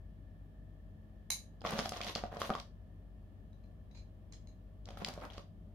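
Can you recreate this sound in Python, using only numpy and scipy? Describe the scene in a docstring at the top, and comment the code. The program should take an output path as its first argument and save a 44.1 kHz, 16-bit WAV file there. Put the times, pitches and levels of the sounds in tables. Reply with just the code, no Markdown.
"""Sorting art supplies

A stereo microphone close over a sketch pad in a small, hard-walled room. Wooden pencils click together
in the palm. Twice the fingers dig through a heap of paint tubes: foil crinkles, caps tick, and the tubes
knock and scrape on the cardboard. Behind are a low hum, faint room resonances, air and a thin whistle."""
import sys
import numpy as np
from scipy import signal
from scipy.fft import rfft, irfft
from scipy.io import wavfile
from scipy.ndimage import uniform_filter1d

SR = 44100
rng = np.random.default_rng(int(sys.argv[2]) if len(sys.argv) > 2 else 0)


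def digitize_waveform(pressure):
    """Quantize a signal to 16-bit integers and store it at the path in sys.argv[1].

    Rows of a 2-D input are taken as channels; values are limited to [-1, 1].
    """
    field = np.atleast_2d(pressure).T
    bounded = np.clip(field, -1, 1)
    quanta = np.round(bounded * 32767).astype(np.int16)
    wavfile.write(sys.argv[1], SR, quanta)


N = 253134
TOP_HZ = 15800  # upper edge of the recorder's band


def undb(db):
    """Decibels to amplitude."""
    return 10 ** (np.asarray(db) / 20)


def unit(x):
    """Scale to rms 1."""
    return x / np.sqrt(np.mean(x ** 2) + 1e-30)


def colour(x, points):
    """Shape x by (Hz, dB) points joined on a log-frequency axis."""
    hz, db = np.transpose(points)
    f = np.fft.rfftfreq(x.shape[-1], 1 / SR) + 1
    return irfft(rfft(x) * undb(np.interp(np.log(f), np.log(hz), db)), x.shape[-1])


def wander(rate_hz):
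    """A slow random curve with a spread near 1."""
    hold = int(SR / rate_hz)
    steps = np.repeat(rng.standard_normal(N // hold + 1), hold)
    return 1.3 * uniform_filter1d(uniform_filter1d(steps, hold), hold)[:N]


def stereo(pair, split_hz, bass_side_db=-14):
    """Two unrelated signals become left and right: alike in the bass, unrelated above split_hz."""
    side = colour(pair[1], [(split_hz / 10, bass_side_db), (split_hz / 2, bass_side_db / 2), (split_hz, 0)])
    return np.array([pair[0] + side, pair[0] - side])


def stereo_noise(samples, split_hz, bass_side_db=-14):
    """Noise as the two sides of the microphone hear it."""
    return stereo(rng.standard_normal((2, samples)), split_hz, bass_side_db)


def ring(modes, t, phase=0):
    """Damped sines of (Hz, dB, t60) modes."""
    hz, db, t60 = np.transpose(modes)[:, :, None]
    return np.sum(undb(db - 60 * t / t60) * np.sin(2 * np.pi * hz * t + phase), axis=-2)


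def place(out, start_s, hit, db, pan_db=0, window=176):
    """Add a stereo hit; db is its level with all its energy gathered into a 4 ms window."""
    i = int(start_s * SR)
    hit = hit / np.sqrt(np.sum(hit ** 2) / (2 * window)) * undb(db + np.array([[pan_db], [-pan_db]]) / 2)
    out[:, i:i + hit.shape[1]] += hit[:, :N - i]


# steady background tones, a low hum and faint room resonances: (frequency [Hz], level [dB])
BACKGROUND_TONES = [(48.8, -57), (96.5, -60), (160, -71), (212, -69.5), (287, -76), (603, -91), (632, -79),
                    (733, -93.5)]


def background_tones(waver_db=0.5, drift_rad=0.76):
    """A low hum and faint room resonances sound throughout, wavering slightly in level and phase."""
    t = np.arange(N) / SR
    return sum(np.sqrt(2) * undb(db + waver_db * wander(5))
               * np.sin(2 * np.pi * hz * t + drift_rad * wander(3.2)) for hz, db in BACKGROUND_TONES)


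# spectrum of the room's still air: (frequency [Hz], relative level [dB])
AIR_SPECTRUM = [(20, -26.5), (48, 6), (90, 4), (132, -7), (160, 0), (215, -5.5), (270, -11), (460, -18.5),
                (630, -17), (900, -29.5), (1500, -37.5), (8000, -54.5), (12000, -50.5), (16000, -54.5)]


def still_air(rumble_db=-56, hiss_db=-84):
    """Room tone: a low rumble under a far fainter hiss."""
    rumble = colour(stereo_noise(N, split_hz=1200, bass_side_db=-10), AIR_SPECTRUM)
    hiss_spectrum = [(700, -40), (1150, 0), (1450, -19), (2600, -15), (3150, -8), (3700, -17), (8000, -35.5)]
    hiss = colour(rng.standard_normal((2, N)), hiss_spectrum)
    return undb(rumble_db) * unit(rumble) + undb(hiss_db) * unit(hiss)


# the whistle's slow fade: (time [s], level [dB])
WHISTLE_FADE = [(0, -80.5), (1.2, -80.5), (3, -82.5), (5.7, -89)]


def whistle(centre_hz=1755, half_width_hz=85):
    """Noise held in one narrow resonance makes a thin, airy whistle."""
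    off_pitch = (np.fft.rfftfreq(N, 1 / SR) - centre_hz) / half_width_hz
    band = irfft(rfft(rng.standard_normal((2, N))) / (1 + off_pitch ** 4), N)
    return unit(band) * undb(np.interp(np.arange(N) / SR, *np.transpose(WHISTLE_FADE)))


def background(bass_pan_db=3):
    """Steady tones, air and whistle reach the microphone with the bass stronger on the left."""
    left, right = background_tones() + still_air() + whistle()
    return np.array([colour(left, [(90, bass_pan_db / 2), (250, 0.01)]),
                     colour(right, [(90, -bass_pan_db / 2), (250, 0.014)])])


# reverberation of the small room: (frequency [Hz], t60 [s], level [dB])
REVERB_BANDS = [(150, .3, -4), (600, .26, -3), (1500, .23, -4), (4000, .245, -1.5), (7000, .24, -1),
                (11000, .22, -1), (16000, .18, -2)]
# standing waves between the walls: (frequency [Hz], relative level [dB], t60 [s])
STANDING_WAVES = [(213.6, 0, 0.28), (228, -4.5, 0.15), (572, 5, .35), (610, 1.5, 0.25), (655, 2.5, 0.24),
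                  (726, -6, .3), (876, -12, .3), (1194, 0, 0.21)]


def room(dry, build_s=0.014, standing_db=-58):
    """Reflections off near, hard walls die within a third of a second; a few standing waves ring out."""
    t = np.arange(SR // 2) / SR
    noise = stereo_noise(len(t), split_hz=1700, bass_side_db=-10.5) / np.sqrt(2)
    hz, t60, wet_db = np.transpose(REVERB_BANDS)
    log_f = np.log(np.fft.rfftfreq(len(t), 1 / SR) + 1)
    response = undb(standing_db) * ring(STANDING_WAVES, t)
    for share, decay_s, db in zip(np.eye(len(hz)), t60, wet_db):
        band = irfft(rfft(noise) * np.interp(log_f, np.log(hz), share), len(t))
        fade = np.exp(-np.log(1000) * t / decay_s) * np.minimum(t / build_s, 1)
        response = response + undb(db) * band * fade / np.linalg.norm(fade)
    return signal.fftconvolve(dry, response, axes=1)[:, :N]


# broad resonances of a pencil damped by the palm: (frequency [Hz], width [Hz], relative level [dB])
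PENCIL_BODY = [(810, 220, -7), (2220, 230, -3), (3890, 140, 3), (4854, 600, -7.5), (6165, 400, -1),
               (7040, 280, -4), (7900, 600, -14), (8900, 440, -5.5), (10160, 490, -5), (12970, 2200, -8.5)]
# modes that ring on while a pencil lies loose: (frequency [Hz], relative level [dB], t60 [s])
LOOSE_MODES = [(3935, 0, .08), (6080, -2, .045)]
# pencil meets pencil:
# (time [s], relative level [dB], contact [ms], pitch [ratio], loose ring [dB], left minus right [dB])
PENCIL_CLICKS = [(1.3026, -32.5, 0.63, 1.05, -18.5, -5.5), (1.305, -29.5, 0.57, 1.006, -6, 1),
                 (1.319, -39.5, 1.9, 1.02, -8, 2), (3.5298, -72, .74, 1, -21, 0.5),
                 (3.636, -71, 3.3, 1.06, -7.5, 4), (3.91, -65, 3.3, 1, -8.5, 4),
                 (3.945, -57, 7, 1.05, -17, -2), (3.968, -56.5, 6.6, 1.05, -15, -1),
                 (4.3227, -54.5, 1.25, 1.07, -23, -5), (4.331, -56.5, 2.6, 0.84, -30, 5),
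                 (4.4718, -60.5, 0.75, 1.05, -16, 2)]


def pencil_clicks(gain_db=-1, firm_top_hz=12630, firm_db=-26, db_per_octave=33.5, dulling=0.18):
    """Lacquered wood meets wood close by: a short gritty push sounds the body, and two modes ring on."""
    out, t = np.zeros((2, N)), np.arange(SR // 8) / SR
    hz, width, mode_db = np.transpose(PENCIL_BODY)[:, :, None]
    f = np.fft.rfftfreq(len(t), 1 / SR) + 1
    sign = np.where(np.arange(len(hz)) % 2, -1, 1)[:, None]  # neighbouring modes swing in opposition
    body = np.sum(sign * undb(mode_db) / (1 + 1j * (f ** 2 - hz ** 2) / (f * width)), axis=0)
    for start_s, db, contact_ms, pitch, ring_db, pan_db in PENCIL_CLICKS:
        age = 1000 * t / contact_ms  # in contact times
        push = stereo_noise(len(t), split_hz=2000) * age * np.exp(-age)
        wood = irfft(rfft(push) * np.interp(f / pitch, f, body), len(t))
        tail = unit(ring(LOOSE_MODES, t * pitch) * (1 - np.exp(-age)))
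        click = np.array([unit(side) for side in wood]) + undb(ring_db) * tail
        # a harder, shorter touch is brighter
        top_hz = firm_top_hz * 2 ** ((db - firm_db) / db_per_octave) / contact_ms ** dulling
        soften = signal.butter(3, min(top_hz, TOP_HZ), fs=SR, output="sos")
        place(out, start_s, signal.sosfilt(soften, click), db + gain_db, pan_db)
    return out


def slips(per_s, spread_db, spectrum, split_hz):
    """A dense train of tiny slips of uneven size, coloured by what they shake."""
    size = undb(spread_db * np.minimum(rng.exponential(size=(2, N)), 4))
    clicks = (rng.random((2, N)) < per_s / SR) * size * rng.choice([-1, 1], (2, N))
    return unit(colour(stereo(clicks, split_hz), spectrum))


# spectra of scraped cardboard, crinkling tubes and sliding foil: (frequency [Hz], relative level [dB])
SCRAPE_SPECTRUM = [(100, -14), (205, 3), (330, -3.5), (480, -1.5), (700, 5.5), (900, -2), (1250, -4.5),
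                   (1700, -10.5), (2600, -18.5), (5000, -41)]
CRINKLE_SPECTRUM = [(900, -19), (1900, 6), (2600, 3.5), (3400, 6), (4100, 3), (5000, -3.5), (6400, -4),
                    (8000, -21.5), (15000, -41)]
SLIDE_SPECTRUM = [(4000, -35), (7000, -4), (9500, 1), (12500, 4), (16000, -25)]
# fingers push into the heap, levels relative: (time [s], length [s], scrape [dB], crinkle [dB], slide [dB])
FINGER_PUSHES = [(1.637, .185, -41, -48, -64), (1.83, .035, -46.5, -49.5, -62),
                 (1.92, .06, -47, -49.5, -67.5), (2.013, .04, -49.5, -48.5, -66),
                 (2.058, .042, -43.5, -46.5, -61), (2.157, .035, -47, -54, -70.5),
                 (2.207, .06, -58, -64, -85.5), (2.304, .08, -50, -65, -80), (2.388, .085, -48, -51.5, -60),
                 (2.507, .09, -54.5, -57.5, -75), (4.859, .1, -59, -70, -95),
                 (4.968, .008, -54.5, -55, -62), (4.997, .022, -44, -56, -76.5),
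                 (5.057, .038, -46, -54, -67), (5.111, .1, -57, -68.5, -79),
                 (5.21, .047, -46.5, -63, -74.5), (5.295, .105, -58.5, -61.5, -82)]


def tube_stirring(gain_db=-2, attack_s=0.016, release_s=0.016):
    """With each push tubes drag over the pad while their metal skins crinkle and slide on each other."""
    scrape = slips(per_s=1500, spread_db=4, spectrum=SCRAPE_SPECTRUM, split_hz=1700)
    crinkle = slips(per_s=800, spread_db=3.8, spectrum=CRINKLE_SPECTRUM, split_hz=3500)
    slide = slips(per_s=915, spread_db=4.5, spectrum=SLIDE_SPECTRUM, split_hz=4000)
    out, t = np.zeros((2, N)), np.arange(N) / SR
    for start_s, length_s, scrape_db, crinkle_db, slide_db in FINGER_PUSHES:
        attack = np.clip((t - start_s) / attack_s, 0, 1)
        release = np.exp(-np.clip((t - start_s - length_s) / release_s, 0, 20))
        friction = scrape * undb(scrape_db) + crinkle * undb(crinkle_db) + slide * undb(slide_db)
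        out += attack * release * friction
    return undb(gain_db) * out


def jostles(count, scatter_db=3):
    """Chance contacts during the pushes, following their levels: (time [s], scrape [dB], crinkle [dB])."""
    start_s, length_s, scrape_db, crinkle_db, _ = np.transpose(FINGER_PUSHES)
    offset, size = rng.random((count, 2)).T
    ends_s = np.cumsum(length_s)  # the pushes laid end to end
    spent_s = (np.arange(count) + offset) / count * ends_s[-1]
    push = np.searchsorted(ends_s, spent_s)
    time_s = start_s[push] + length_s[push] - (ends_s[push] - spent_s)
    luck_db = scatter_db * (2 * size - 1)
    return np.transpose([time_s, scrape_db[push] + luck_db, crinkle_db[push] + luck_db])


# modes of the cardboard pad: (frequency [Hz], relative level [dB], t60 [s])
PAD_MODES = [(230, -10, 0.16), (293, -18, 0.038), (450, -1, 0.012), (603, 0.5, 0.0176), (708, 7.5, 0.038),
             (939, -4.5, 0.011), (1158, 1.5, 0.019), (1338, -12.5, 0.013), (1970, -26.5, 0.0074)]


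def struck_pad(t, tilt_db_per_octave, pitch, scatter_db=4.5, phase_rad=0.45):
    """Hard contact favours the high modes; each reaches the microphone's two sides in its own phase."""
    hz, db, t60 = np.transpose(PAD_MODES)
    octaves = np.clip(np.log2(hz / np.median(hz)), -1, 2)
    db = db + tilt_db_per_octave * octaves + scatter_db * rng.standard_normal(len(hz))
    phase = phase_rad * rng.standard_normal((2, len(hz), 1))
    return ring(np.transpose([hz * pitch, db, t60]), t, phase)


# a tube drops or tips onto the pad, levels relative: (time [s], knock [dB], tilt [dB/octave], cap [dB])
TUBE_DROPS = [(1.6171, -47, -6, -57), (1.6504, -30, 19, -63), (1.7221, -41, 23, -52),
              (1.7339, -33.5, -22, -56), (1.7899, -29, -5, -33.5), (1.7976, -34, 3, -40),
              (1.8573, -35, 1.5, -41), (1.9207, -34, -6, -45.5), (1.9651, -43, 10, -53),
              (2.0059, -36, 1, -54), (2.1589, -31.5, -8, -40.5), (2.2377, -29.5, -6.5, -56),
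              (2.3211, -43.5, -13, -63), (2.3692, -37, -1.5, -52.5),           (2.417, -29, 8.5, -41),
              (2.495, -33, -5.5, -59), (2.5029, -25.5, 2.5, -48), (2.5078, -31.5, -10.5, -73),
              (2.5515, -32.5, 15.5, -46.5), (4.8879, -45, -5, -52), (4.9056, -50, -2.5, -54.5),
              (4.9725, -43.5, 1, -57.5), (5.0207, -36.5, -22, -59), (5.1771, -40, -7, -64),
              (5.3802, -42, -7, -50.5)]


def tube_knocks(gain_db=-1, added_tilt=3, detune=0.066, rise_s=0.000163, bump_db=2):
    """Tubes drop on the pad and bump it during pushes; every spot of cardboard rings a bit differently."""
    out, t = np.zeros((2, N)), np.arange(SR // 10) / SR
    drops = [row[:3] for row in TUBE_DROPS]
    bumps = [(start_s, db + bump_db, 6 * rng.standard_normal()) for start_s, db, _ in jostles(22)]
    for start_s, db, tilt in drops + bumps:
        pitch = 1 + detune * rng.standard_normal()
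        thud = struck_pad(t, tilt + added_tilt, pitch)
        place(out, start_s, thud * (1 - np.exp(-t / rise_s)), db + gain_db)
    return out


# resonances shared by all tubes and caps: (frequency [Hz], gain [dB])
TUBE_BODY = [(1400, 3), (2150, 3), (2600, -2), (3250, 4.5), (3850, -4.5), (4700, 4.5), (5800, 1),
             (7800, -2.5), (10000, 3.5)]
# a crease in a tube's foil snaps: (time [s], level [dB], centre [Hz], spread [octaves])
FOIL_SNAPS = [(1.6075, -60.5, 4330, .19), (1.7072, -44, 3950, 0.95), (1.8923, -39, 5160, 0.56),
              (2.0139, -37.5, 3400, 0.46), (2.0336, -43.5, 3400, .51), (2.152, -33.5, 4020, 0.35),
              (2.4024, -49, 5280, .75), (2.5371, -46.5, 3200, 0.2), (2.5992, -44, 3820, 0.44),
              (4.856, -54.5, 4350, 0.35), (5.0467, -33, 3330, 0.45), (5.086, -42.5, 3300, 0.67),
              (5.138, -52, 3780, 0.63), (5.301, -52.5, 3220, .2)]


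def tube_ticks(rise_s=0.00027, snap_s=0.002, rattle_s=0.005, rattle_db=-25, skirt_db=-30,
               cap_hz=3400, cap_octaves=0.52, touch_db=3, touch_hz=3500, touch_octaves=0.44):
    """Creases snap, caps click, tubes touch: each a brief burst in a broad resonance, then a faint rattle."""
    out, t = np.zeros((2, N)), np.arange(SR // 20) / SR
    hz = np.geomspace(500, 16000, num=24)
    fade = (1 - np.exp(-t / rise_s)) * (np.exp(-t / snap_s) + undb(rattle_db) * np.exp(-t / rattle_s))
    caps = [(start_s, db, cap_hz, cap_octaves) for start_s, _, _, db in TUBE_DROPS]
    touches = [(start_s, db + touch_db, touch_hz * 2 ** (0.25 * rng.standard_normal()), touch_octaves)
               for start_s, _, db in jostles(36)]
    for start_s, db, centre_hz, octaves in FOIL_SNAPS + caps + touches:
        peak_power = np.exp(-(np.log2(hz / centre_hz) / octaves) ** 2 / 2)
        skirt_power = undb(skirt_db) ** 2 * np.minimum(hz / centre_hz, 1)
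        spectrum = np.transpose([hz, 10 * np.log10((peak_power + skirt_power) / hz)])
        burst = colour(stereo_noise(len(t), split_hz=4700), spectrum)
        place(out, start_s, colour(burst, TUBE_BODY) * fade, db, pan_db=-1.3 + rng.standard_normal())
    return out


def scene(pencil_wet_db=1, tick_wet_db=-5, knock_wet_db=0, stir_wet_db=-2):
    """Each close sound sends a share into the room; the pencils, held in the open, send the largest."""
    sounds = [pencil_clicks(), tube_ticks(), tube_knocks(), tube_stirring()]
    shares = undb([pencil_wet_db, tick_wet_db, knock_wet_db, stir_wet_db])
    reflections = room(sum(share * sound for share, sound in zip(shares, sounds)))
    return sum(sounds) + reflections + background()


def record(dry):
    """The recorder cuts the top with a steep low-pass."""
    return signal.sosfilt(signal.ellip(10, 0.2, 70, TOP_HZ, fs=SR, output="sos"), dry)


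dry = scene()
out = record(dry)
digitize_waveform(out)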